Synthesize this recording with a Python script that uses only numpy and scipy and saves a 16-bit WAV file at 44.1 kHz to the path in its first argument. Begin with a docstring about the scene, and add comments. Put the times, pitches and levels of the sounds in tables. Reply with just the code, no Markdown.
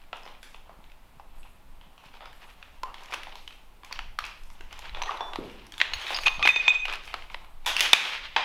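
"""Shoes crunch over grit and broken tiles in a bare brick building, softly at first; heels thud on boards.
From about 5 seconds the steps grow louder, tile edges squeak and loose bits of glass clink.
Just after 6 seconds a glass bottle is kicked, scrapes and rings; near 8 comes the loudest crack.
All along the rooms echo, and a hand-held camera adds hiss, rumble and a faint whir once a second."""
import sys
import numpy as np
from scipy import signal
from scipy.fft import rfft, irfft, next_fast_len
from scipy.io import wavfile
from scipy.ndimage import uniform_filter1d, map_coordinates

SR = 44100
rng = np.random.default_rng(int(sys.argv[2]) if len(sys.argv) > 2 else 0)


def transcribe(u):
    """Save the signal u as a 16-bit wav file named by the first command-line argument.

    u: samples, shape (n,) or (channels, n), limited to [-1, 1]; the rate is SR.
    q: integer samples, one column per channel.
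    """
    v = np.clip(np.atleast_2d(u).T, -1, 1)
    q = np.round(v * 32767).astype(np.int16)
    wavfile.write(sys.argv[1], SR, q)


N = 372204


def amp(db):
    """Turn a level in dB into a number to multiply by."""
    return 10 ** (np.asarray(db) / 20)


def unit(x):
    """Scale a signal to an average power of 1."""
    return x / np.sqrt(np.mean(x ** 2) + 1e-20)


def along(points, hz):
    """Read values between (Hz, value) points, spaced by pitch."""
    known_hz, values = np.transpose(points)
    return np.interp(np.log(hz + 1), np.log(known_hz + 1), values)


def wobble(rate):
    """A smooth curve through `rate` random values a second."""
    return map_coordinates(rng.standard_normal(int(N * rate / SR) + 4), [np.arange(N) * rate / SR])


def filtered(x, response):
    """Filter x; `response` gives the gain at each frequency."""
    size = next_fast_len(N + SR // 2)
    return irfft(rfft(x, size) * response(np.fft.rfftfreq(size, 1 / SR)), size)[..., :N]


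def resonant(x, bands):
    """Pass x through side-by-side resonances, twice over for steep edges."""
    def one_pass(f):
        return sum((-1) ** k * amp(db / 2) * 1j * f * width / (hz * hz - f * f + 1j * f * width)
                   for k, (hz, width, db) in enumerate(bands))
    return filtered(x, lambda f: one_pass(f) ** 2)


# The tone of the low, middle and high bands. Each row: centre in Hz, width in Hz, level in dB.
LOW_BANDS = [(957, 560, 0), (330, 162, -13)]
MID_BANDS = [(2496, 1830, 0), (3860, 4420, -5), (1457, 1480, -5)]
HIGH_BANDS = [(5340, 2670, 5.5), (11800, 3500, 0), (14840, 4200, -8.5)]
# Tiles and stones crack. Each row: start in seconds, level in dB, ring pitch in Hz, then how much to raise or
# lower the low band, the high band and the echo, in dB.
CRACKS = [(.017, -46, 2720, -26, -28, -7), (.0378, -46, 2370, -21, -29, -10),
          (.2329, -42, 5100, -17, -11, -9), (.3501, -43, 2400, -18, -27, -7),
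          (.8986, -47, 2250, -21, -23, -6), (0.1296, -26, 1270, 0, -26, -3),
          (.254, -41.5, 5100, -14, -15, -4), (.2626, -37, 1530, 2.5, -20, -2),
          (.276, -35, 2250, -3, -29, 3), (0.4297, -34, 3400, -12, -7, 2.5), (0.545, -38, 1000, 3, -28, -2),
          (0.6937, -46, 650, 7, -31, -1), (0.8408, -44, 2290, -6, -21, -2),
          (.9179, -42, 2610, -27, -14, -5), (1.1973, -41.5, 920, 4.5, -31, -8),
          (1.4312, -44, 2710, -13, -16, 2), (1.8122, -43, 3080, -8, -28, 3),
          (1.979, -42.5, 3000, -4, -16, 2.5), (2.14, -39, 1290, -6, -30, 1),
          (2.2066, -39, 1760, 3.5, -33, 6), (2.2566, -31, 1360, -6.5, -22, -2),
          (2.329, -41.5, 1770, -21, -10, 2), (2.4187, -42, 1240, -13, -28, 3),
          (2.627, -32, 2680, -27, -40, -3.5), (2.833, -20.5, 930, -2, -16.5, -12.5),
          (2.8571, -38, 1050, 5, -21, 6), (2.9427, -28.5, 960, -21, -18, -2),
          (3.0062, -39.5, 974, 1.5, -24, 3), (3.035, -42, 996, -15, -2, -4),
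          (3.058, -46.5, 2600, -15, 1, -6), (3.123, -26, 2380, -4, -22, 5.5),
          (3.129, -28, 2470, -1.5, -16, -9), (3.1373, -19, 1090, -15, -13.5, -3.5),
          (3.142, -23.5, 2680, -5, -9, -15), (3.2333, -29, 2660, -11, -12, -5),
          (3.27, -35, 880, 6, -25, -3), (3.3254, -44, 1020, 5, -15, 1), (3.3552, -31.5, 945, -8, -13, 1),
          (3.477, -29, 3000, -8, -15, -5), (3.5066, -34.5, 2540, -22, -30, 2),
          (3.525, -39, 2960, -25, -27, -13), (3.8336, -40.5, 1120, 3.5, -19, 0),
          (3.847, -37, 2400, -12, -2, -2.5), (3.911, -32.5, 1060, 0.5, -30, -0.5),
          (3.926, -23.5, 4640, -21, -11, -7.5), (3.9905, -21.5, 1350, -8, -20, -7),
          (4.1883, -13, 1240, -33, -17.5, -8), (4.205, -26, 1220, -11, -27, 0),
          (4.2403, -24, 2550, -5.5, -27, 2), (4.252, -36, 2500, -15, -1, -6),
          (4.265, -37, 2500, -15, -2, -5), (4.435, -47, 2680, -12, -2, 0), (4.5017, -43, 1000, -2, -6, 0),
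          (4.6085, -33, 1540, -11, -14.5, -4), (4.7272, -35, 3000, -7, -5, -6),
          (4.7773, -45, 1040, -18, -8, -8), (4.791, -33.5, 910, -13, -3.5, -7),
          (4.8545, -33, 1530, -19, -28, -1), (4.894, -31, 3960, -17, -31, -18),
          (4.9475, -27, 3400, -6, -37, -0.5), (4.9706, -30, 935, 4.5, -26, -7),
          (5.0182, -16.5, 934, -23, -25, -11), (5.0233, -25.5, 950, 2, -15, -6),
          (5.0352, -25, 970, -12, -23, -9), (5.059, -32, 3200, -8, -22, 2),
          (5.1082, -23.5, 1160, -3, -39, -8), (5.1172, -30.5, 1220, 3.5, -32, 2),
          (5.1724, -32.5, 3750, -23, -15, -12), (5.207, -25.5, 840, 9.5, -34, -3.5),
          (5.334, -25.5, 1050, 1, -21, -4.5), (5.358, -21, 990, 0, -20, -11),
          (5.4977, -39, 2240, -14, -14, 6), (5.667, -41.5, 931, -18, -0.5, -6),
          (5.7216, -32, 3280, -22, -7.5, -1), (5.739, -30.5, 3660, -27, -30, -8),
          (5.78, -28, 3380, -22, -8.5, 2.5), (5.8018, -14, 2150, -19, -41, 0),
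          (5.8142, -2, 1900, -20, -50, -10), (5.9351, -13, 4140, -29, -25, -4.5),
          (5.9844, -36, 2890, -16, -9, -5), (6.014, -29, 3100, -12, -18, 9),
          (6.067, -23.5, 3870, -24, -30, 7.5), (6.0805, -27.5, 1120, -13, -12, 3),
          (6.105, -20.5, 1370, -1.5, -19, 0.5), (6.132, -22, 1690, -13, -23, -11.5),
          (6.1452, -18.5, 5240, -12, -25, -12), (6.1636, -18.5, 5100, -18, -26, -17),
          (6.1724, -19, 2800, -19, -27, -8.5), (6.187, -17, 1190, -18, -23, -17),
          (6.2352, -23.5, 2430, -25, -12, -2), (6.2613, -13, 2540, -9, -32, -14.5),
          (6.2672, -7, 3200, -15, -39.5, -19), (6.2718, -7.5, 1140, -13, -37, -6),
          (6.2804, -4, 2720, -18.5, -47.5, -18), (6.394, -21.5, 1160, -4, -35.5, 4),
          (6.4268, -10, 2500, -18, -28, -13), (6.4528, -6.5, 2480, -4.5, -41, -21),
          (6.458, -5, 2400, -10, -31, -9), (6.4751, 1.5, 2180, -22, -24, -18),
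          (6.5605, -10.5, 2420, -10, -39, -5), (6.606, -24, 2410, -19, -32, 9),
          (6.6795, -3.5, 2430, -11.5, -45, -6.5), (6.8538, -15.5, 2800, -7, -17, -7),
          (6.8818, -19.5, 1210, -4.5, -25, 3.5), (6.8976, -22, 2470, -13.5, -26, -6),
          (6.9267, -23, 2640, -14, -13, -12), (6.936, -25, 2600, -4, -9, -14),
          (6.956, -27, 2500, -18, -10, -17), (7.0362, -34, 1570, -22, -32, -7),
          (7.077, -30, 2540, -11, -17, 4.5), (7.1408, -17, 1270, -1.5, -21, -8),
          (7.222, -33, 2120, -18, -29, -6), (7.2994, -34, 2200, -20, -41, -1), (7.13, -34, 2880, 0, -25, 3),
          (7.344, -22.5, 2000, -2, -27, -9), (7.446, -40, 2270, -20, -26, -4),
          (7.648, -42, 2340, -5, -18, -1), (7.6609, -18.5, 3490, -11.5, -5, 4.5),
          (7.6651, -14, 960, -35, -13, 6), (7.6744, -18, 3300, -15, -31, 8),
          (7.7658, -10, 2700, -35, -12.5, -1.5), (7.7951, -13, 2740, -23, -11, -8),
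          (7.8065, -5, 3500, -15, -8, -5), (7.811, -10, 2860, -11, -10, 4),
          (7.932, 9.5, 3570, -21, -16, -11), (7.9362, -0.5, 2510, -26, -28, -1),
          (8.3631, -8.5, 896, -24, -46, 3), (8.3657, -7.5, 1650, -10, -49, -1.5)]
CRACK_RISE_S, CRACK_FADE_S = 0.000286, 0.018  # a fade time is how long a sound takes to drop 60 dB


def cracks():
    """A crack is a snap, a burst of debris and a short ring; returns direct sound and sound to echo."""
    force = np.zeros((2, 4, N))
    t = np.arange(SR // 10) / SR
    snap = 6 * (np.arange(len(t)) == round(CRACK_RISE_S * SR))
    for start, db, hz, low_db, high_db, echo_db in CRACKS:
        rise = 1 - np.exp(-(t + 1 / SR) / CRACK_RISE_S)
        shape = rise * amp(db - 60 * t / CRACK_FADE_S)
        ragged = rng.standard_normal((3, len(t))) + snap
        burst = shape * ragged * amp([[low_db + 13.5], [2.5], [high_db + 2.5]])
        burst[2] *= 0.92 * amp(-60 * t / 0.05)  # the high band dies first
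        tone = 0.71 * shape * np.sin(2 * np.pi * hz * t)
        parts = np.vstack([burst, tone])
        add(force[0], start, parts)
        add(force[1], start, parts * amp([[echo_db]] * 3 + [[echo_db - 2.5]]))
    band_sets = (LOW_BANDS, MID_BANDS, HIGH_BANDS)
    debris = sum(resonant(force[:, k], bands) for k, bands in enumerate(band_sets))
    rings = filtered(force[:, 3], lambda hz: (1j * hz / (500 + 1j * hz)) ** 2)  # the rings carry no bass
    return debris + rings


def add(track, start, sound):
    """Mix a sound into a track, `start` seconds in."""
    part = track[..., round(start * SR):round(start * SR) + sound.shape[-1]]
    part += sound[..., :part.shape[-1]]


# A sole presses or drags on grit. Each row: moment of full weight in seconds, seconds held, level in dB, extra
# dB for the low band, extra dB for the high band, graininess from 0 to 1.
SCUFFS = [(0, .03, -66, -23, -25, 0.6), (.17, .08, -68.5, 13, 2.5, 0.8), (.5, .06, -69, -11, -4, 0.4),
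          (.7, .05, -69, 11, -17, 0.4), (1.33, .1, -70.5, 6.5, -18, 0.4), (1.6, 0.33, -84, 12, -12, 0.4),
          (2.05, .2, -62, -2, -17, 0.6), (2.43, 0.095, -56, -1, -16, 0.28), (2.6, 0.17, -65, -1, -12, 0.06),
          (2.99, 0.11, -53, -2, -14.5, 0.7), (3.16, 0.16, -55.5, -4.5, -18, 0.8),
          (3.55, 0.072, -69, -8, -1.5, 0.5), (3.9, 0.076, -56, -10, -28, .4),
          (4.26, 0.065, -59, -7, -11, .5), (4.55, 0.18, -62.5, 2, -12, .4),
          (4.76, 0.17, -50, -4.5, -21, 0.25), (5, 0.15, -49, 7.5, -16, 0.15), (5.22, 0.15, -65, 20, -2, 0),
          (5.44, .04, -52.5, -0.5, -16, 0.1), (5.55, 0.18, -56.5, -6, -24, 0.15),
          (5.82, 0.11, -59.5, 13.5, -4, 0.5), (6, .08, -45, -7, -15.5, .3),
          (6.14, 0.084, -34.5, -8, -10.5, 0.37), (6.46, 0.054, -37, -5, -12.5, 0.6),
          (6.66, 0.015, -33, -8.5, -30, 0.43), (6.9, 0.027, -39, -11.5, -18, 0.56),
          (7.04, 0.027, -59, -12, 0, 0.4), (7.18, 0.17, -59.5, 3, -9, 0.3), (7.4, 0.12, -77, 17, -15, 0.4),
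          (7.83, 0.029, -24.5, -14.5, -18.5, 0.13), (8, 0.091, -31, -11.5, -17.5, .05),
          (8.13, 0.065, -33.5, -15, -39, 0.13)]
PRESS_DB_PER_S, LIFT_DB_PER_S = 201, 129  # how fast the weight comes on and off


def scuffs():
    """A foot presses, holds and lifts; returns low, middle and high band strength, and graininess."""
    t = np.arange(0, N, 64) / SR
    power, grains = 1e-20, 0
    for pressed, held, db, low_db, treble_db, grainy in SCUFFS:
        press_db = PRESS_DB_PER_S * np.maximum(pressed - t, 0)
        lift_db = LIFT_DB_PER_S * np.maximum(t - pressed - held, 0)
        shape_db = db - press_db - lift_db
        power = power + amp(shape_db + np.array([[low_db], [0], [treble_db]])) ** 2
        grains = grains + grainy * amp(shape_db) ** 2
    return [np.interp(np.arange(N) / SR, t, curve) for curve in (*np.sqrt(power), grains / power[1])]


def grit():
    """Grit rustles under the sole with clumps of tiny breaks; each band breaks at its own moments."""
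    *gains, grainy = scuffs()
    clumps = amp((2.0 + 5 * grainy) * wobble(28))
    band_sets = ((LOW_BANDS, 60, .003), (MID_BANDS, 150, .002), (HIGH_BANDS, 250, .001))
    out = 0
    for gain, (bands, breaks_per_s, decay_s) in zip(gains, band_sets):
        hits = rng.random(N) < breaks_per_s / SR
        strength = amp(np.minimum(4 * rng.exponential(size=N), 12))
        breaks = unit(signal.lfilter([1], [1, -np.exp(-1 / (decay_s * SR))], hits * strength))
        roughness = (1 + 2 * grainy * breaks) / (1 + 2 * grainy)
        rub = clumps * roughness * rng.standard_normal(N)
        out = out + gain * unit(resonant(rub, bands))
    return out


# The bottle is struck or rubbed. Each row: start in seconds, level in dB,
# extra dB for the upper tones, rise time in seconds.
BOTTLE_HITS = [(6.259, -10.5, -10.5, 0.0022), (6.28, -26, -1, 0.0022), (6.427, -8.5, -11, 0.0076),
               (6.458, -13, -28, 0.00062), (6.478, -20, 4, 0.0023), (6.489, -2.5, -15.5, 0.0014),
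               (6.524, -20, 0, 0.0037), (6.56, -13.5, -5.5, .002), (6.597, -13, -28, 0.0066),
               (6.651, -8.5, -18, 0.018), (6.68, -7.5, -2, 0.00053), (6.703, -9.5, -15, 0.0016),
               (6.735, -15, -5.5, 0.012), (6.755, -15.5, -14, 0.0015), (6.785, -24, -4, 0.0092),
               (6.821, -13, -26, 0.0078), (6.856, -26, -12, .003)]
# A small piece of glass and a shard are knocked. Each row: start in seconds, level in dB.
PIECE_HITS = [(5.8134, -50), (5.9369, -35), (6.0137, -45), (6.0674, -52), (6.1634, -41), (6.2113, -42),
              (6.2637, -31.5), (6.3255, -51), (6.4268, -50)]
SHARD_HITS = [(5.1043, -45), (5.2071, -34)]
# The tones each one rings with. Each row: pitch in Hz, level in dB, fade time in seconds.
BOTTLE_TONES = [(2500, 0, .13), (2545, -16, .16), (3595, -5, .25), (3655, -13, .1), (6240, -24, .6),
                (7520, -29, .35), (10350, -44, .15), (12600, -48, .2)]
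PIECE_TONES = [(4400, 9, 0.058), (6520, 6.5, 0.052), (10500, -6.5, 0.13), (13700, -17, .12),
               (15100, -12, 0.13)]
SHARD_TONES = [(3490, 2, .3), (5594, -10, 0.18)]


def glass():
    """A kicked bottle and two loose bits ring; each new contact stifles the bottle's last ring."""
    out = np.zeros(N)
    t = np.arange(SR // 2) / SR
    stops = [hit[0] for hit in BOTTLE_HITS[1:]] + [N / SR]
    for (start, db, upper_db, rise_s), stop in zip(BOTTLE_HITS, stops):
        stifled = amp(db - 60 * np.maximum(start + t - stop, 0) / 0.01)
        add(out, start, stifled * glass_ring(BOTTLE_TONES, rise_s, spread_db=3.3, upper_db=upper_db))
    for hits, tones in ((PIECE_HITS, PIECE_TONES), (SHARD_HITS, SHARD_TONES)):
        for start, db in hits:
            add(out, start, amp(db - 4.5) * glass_ring(tones, rise_s=0.00071, spread_db=0.5))
    return out * amp(2 * wobble(60))  # rolling contact makes the ring waver


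def glass_ring(tones, rise_s, spread_db, upper_db=0):
    """One blow sets all the tones ringing, each at a slightly random strength."""
    t = np.arange(SR // 2) / SR
    hz, db, fade_s = np.transpose(tones)[:, :, None]
    is_upper = np.arange(len(tones))[:, None] > 1  # all but the first two
    db = db + upper_db * is_upper + spread_db * rng.standard_normal(db.shape)
    ringing = amp(db - 60 * t / fade_s) * np.sin(2 * np.pi * hz * t)
    return ringing.sum(axis=0) * (1 - np.exp(-t / rise_s))


# Loose tiles are knocked. Each row: start in seconds, level in dB, pitch in Hz, fade time in seconds.
TILE_KNOCKS = [(.13, -27, 1320, .04), (.6945, -40, 680, .04), (1.198, -38, 796, 0.034),
               (2.835, -30, 1037, .18), (3.925, -32.5, 5300, 0.015), (5.023, -25.5, 6020, 0.018),
               (5.035, -28, 3940, 0.019), (6.4741, 5, 2030, 0.0073), (8.364, -20, 898, 0.06)]


def tiles():
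    """A knocked tile rings with one clear tone."""
    out = np.zeros(N)
    t = np.arange(SR // 5) / SR
    rise = 1 - np.exp(-t / 0.00023)
    for start, db, hz, fade_s in TILE_KNOCKS:
        add(out, start, amp(db - 60 * t / fade_s) * rise * np.sin(2 * np.pi * hz * t))
    return out


# Heels land on boards. Each row: start in seconds, level in dB, pitch in Hz, extra dB for the echo.
HEEL_THUDS = [(0.789, -41, 200, -12), (1.17, -41, 157, -10), (1.869, -42, 190, -10), (2.06, -43, 150, -8),
              (2.835, -48, 447, -7), (4.606, -39, 364, -6), (5.387, -17.5, 330, -1), (6.383, -30, 154, 1.5),
              (7.931, -24, 180, -8)]


def thuds():
    """A heel gives one low push that dies quickly; returns direct sound and sound to echo."""
    out = np.zeros((2, N))
    t = np.arange(SR // 10) / SR
    rise = 1 - np.exp(-t / 0.0016)
    for start, db, hz, echo_db in HEEL_THUDS:
        thud = amp(db + 3.0 - 60 * t / 0.022) * rise * np.sin(2 * np.pi * hz * t)
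        add(out, start, thud * amp([[0], [echo_db]]))
    return out


# Edges slip. Each row: start and length in seconds, first and last pitch in Hz, level in dB.
SQUEAKS = [(5.075, 0.021, 1900, 1800, -31), (5.086, 0.018, 1200, 1100, -28.5),
           (6.408, 0.032, 1200, 1160, -26), (6.14, .032, 4700, 5000, -32)]


def squeaks():
    """An edge slipping on tile sings a short, gliding, unsteady tone."""
    out = np.zeros(N)
    for start, length, first_hz, last_hz, db in SQUEAKS:
        n = round(length * SR)
        phase = 2 * np.pi * np.cumsum(np.linspace(first_hz, last_hz, n)) / SR
        add(out, start, amp(db) * np.hanning(n) ** .5 * np.sin(phase))
    return out * amp(5.5 * wobble(200))


# How long the rooms echo. Each row: frequency in Hz, fade time in seconds.
ECHO_FADES = [(200, 1.24), (800, 0.43), (2500, 0.54), (6000, 0.51), (14000, 0.25)]


def room_echo(x):
    """The walls blur a sound into noise, and each frequency dies away at its own speed."""
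    hz, t, spectrum = signal.stft(x, SR, nperseg=256)
    step_s = t[1]
    kept = amp(-120 * step_s / along(ECHO_FADES, hz))  # share of power left after each step
    power = [signal.lfilter([0, 0, 1 - k], [1, -k], np.abs(row) ** 2) for k, row in zip(kept, spectrum)]
    build = np.exp(-step_s / 0.0038)  # reflections take a moment to thicken
    power = signal.lfilter([1 - build], [1, -build], power)
    noise = signal.stft(rng.standard_normal(N), SR, nperseg=256)[2]
    echo = np.sqrt(power) * unit(np.abs(noise)) * np.exp(1j * np.angle(noise))
    return signal.istft(echo, SR, nperseg=256)[1][:N]


def ringing_echo(x):
    """Clear tones keep their pitch as they bounce off the walls in a fading tail."""
    t = np.arange(SR) / SR
    tail = rng.standard_normal(SR) * amp(-60 * t / 0.5) * (t > .01)
    return signal.fftconvolve(x, tail / np.linalg.norm(tail))[:N]


# The tone of the hiss and of the rumble. 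Each row: frequency in Hz, level in dB.
HISS_TONE = [(59, -22), (100, -4), (135, -4.5), (251, -2.5), (324, -6.5), (418, -8.5), (865, -2.5),
             (1610, -11), (1990, -11.5), (2630, -11), (5920, -24), (15100, -23.5), (16500, -40)]
RUMBLE_TONE = [(7.1, -23), (12, 8), (25, -6.5), (62, -18), (100, -28.5), (151, -35.5), (200, -34),
               (260, -71), (440, -120)]
# Hands shift on the camera. Each row: time in seconds, rumble level in dB.
HANDLING = [(0.0, -50.5), (1.76, -46.5), (3.88, -48), (4.04, -39.5), (4.6, -47), (4.96, -35.5),
            (5.12, -45.5), (5.87, -45), (5.97, -32), (6.04, -48), (6.42, -37), (6.51, -46), (7.03, -40),
            (7.64, -50), (7.9, -44.5), (8.01, -61), (8.23, -38.5), (8.44, -48)]
# The tone of the motor. Each row: centre in Hz, width in Hz, level in dB.
WHIR_BANDS = [(6930, 110, 0), (8080, 98, 5), (8370, 90, 1), (10870, 200, 2), (11360, 200, 2),
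              (12230, 120, 1)]


def camera():
    """The amplifier hisses, hands make a lumpy rumble and a small motor whirs briefly every second."""
    t = np.arange(N) / SR
    noise = rng.standard_normal((3, N))
    hiss = amp(-60.5) * unit(filtered(noise[0], lambda hz: amp(along(HISS_TONE, hz))))
    handling_db = np.interp(t, *np.transpose(HANDLING)) + 1.8 * wobble(5.6)
    rumble = amp(handling_db) * unit(filtered(noise[1], lambda hz: amp(along(RUMBLE_TONE, hz))))
    motor_on = (t - .355) % 1 < .21
    running = uniform_filter1d(motor_on * 1., size=400) * amp(4.4 * wobble(40))
    whir = amp(-75) * running * unit(resonant(noise[2], WHIR_BANDS))
    return hiss + rumble + whir


def scene():
    """Mix the steps, the glass, their echo and the camera's own noise into one channel."""
    direct, to_echo = cracks() + thuds() + amp([[0], [-6]]) * (squeaks() + tiles())
    clinks, crunch = glass(), grit()
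    echo = room_echo(to_echo + amp(-9.0) * crunch) + amp(-8.0) * ringing_echo(clinks)
    return (direct + clinks + crunch + echo + camera())[None]


def record(dry):
    """The camera turns itself down after loud sounds, rounds off peaks and cuts the highest treble."""
    react_s, top_hz = .08, 16600
    kept = np.exp(-1 / (react_s * SR))
    power = signal.lfilter([1 - kept], [1, -kept], dry ** 2)
    turned_down = dry * (1 + power / amp(-55.5)) ** -.2
    rounded = turned_down / (1 + np.abs(turned_down) ** 8) ** (1 / 8)
    return filtered(rounded, lambda hz: hz < top_hz)


dry = scene()
out = record(dry)
transcribe(out)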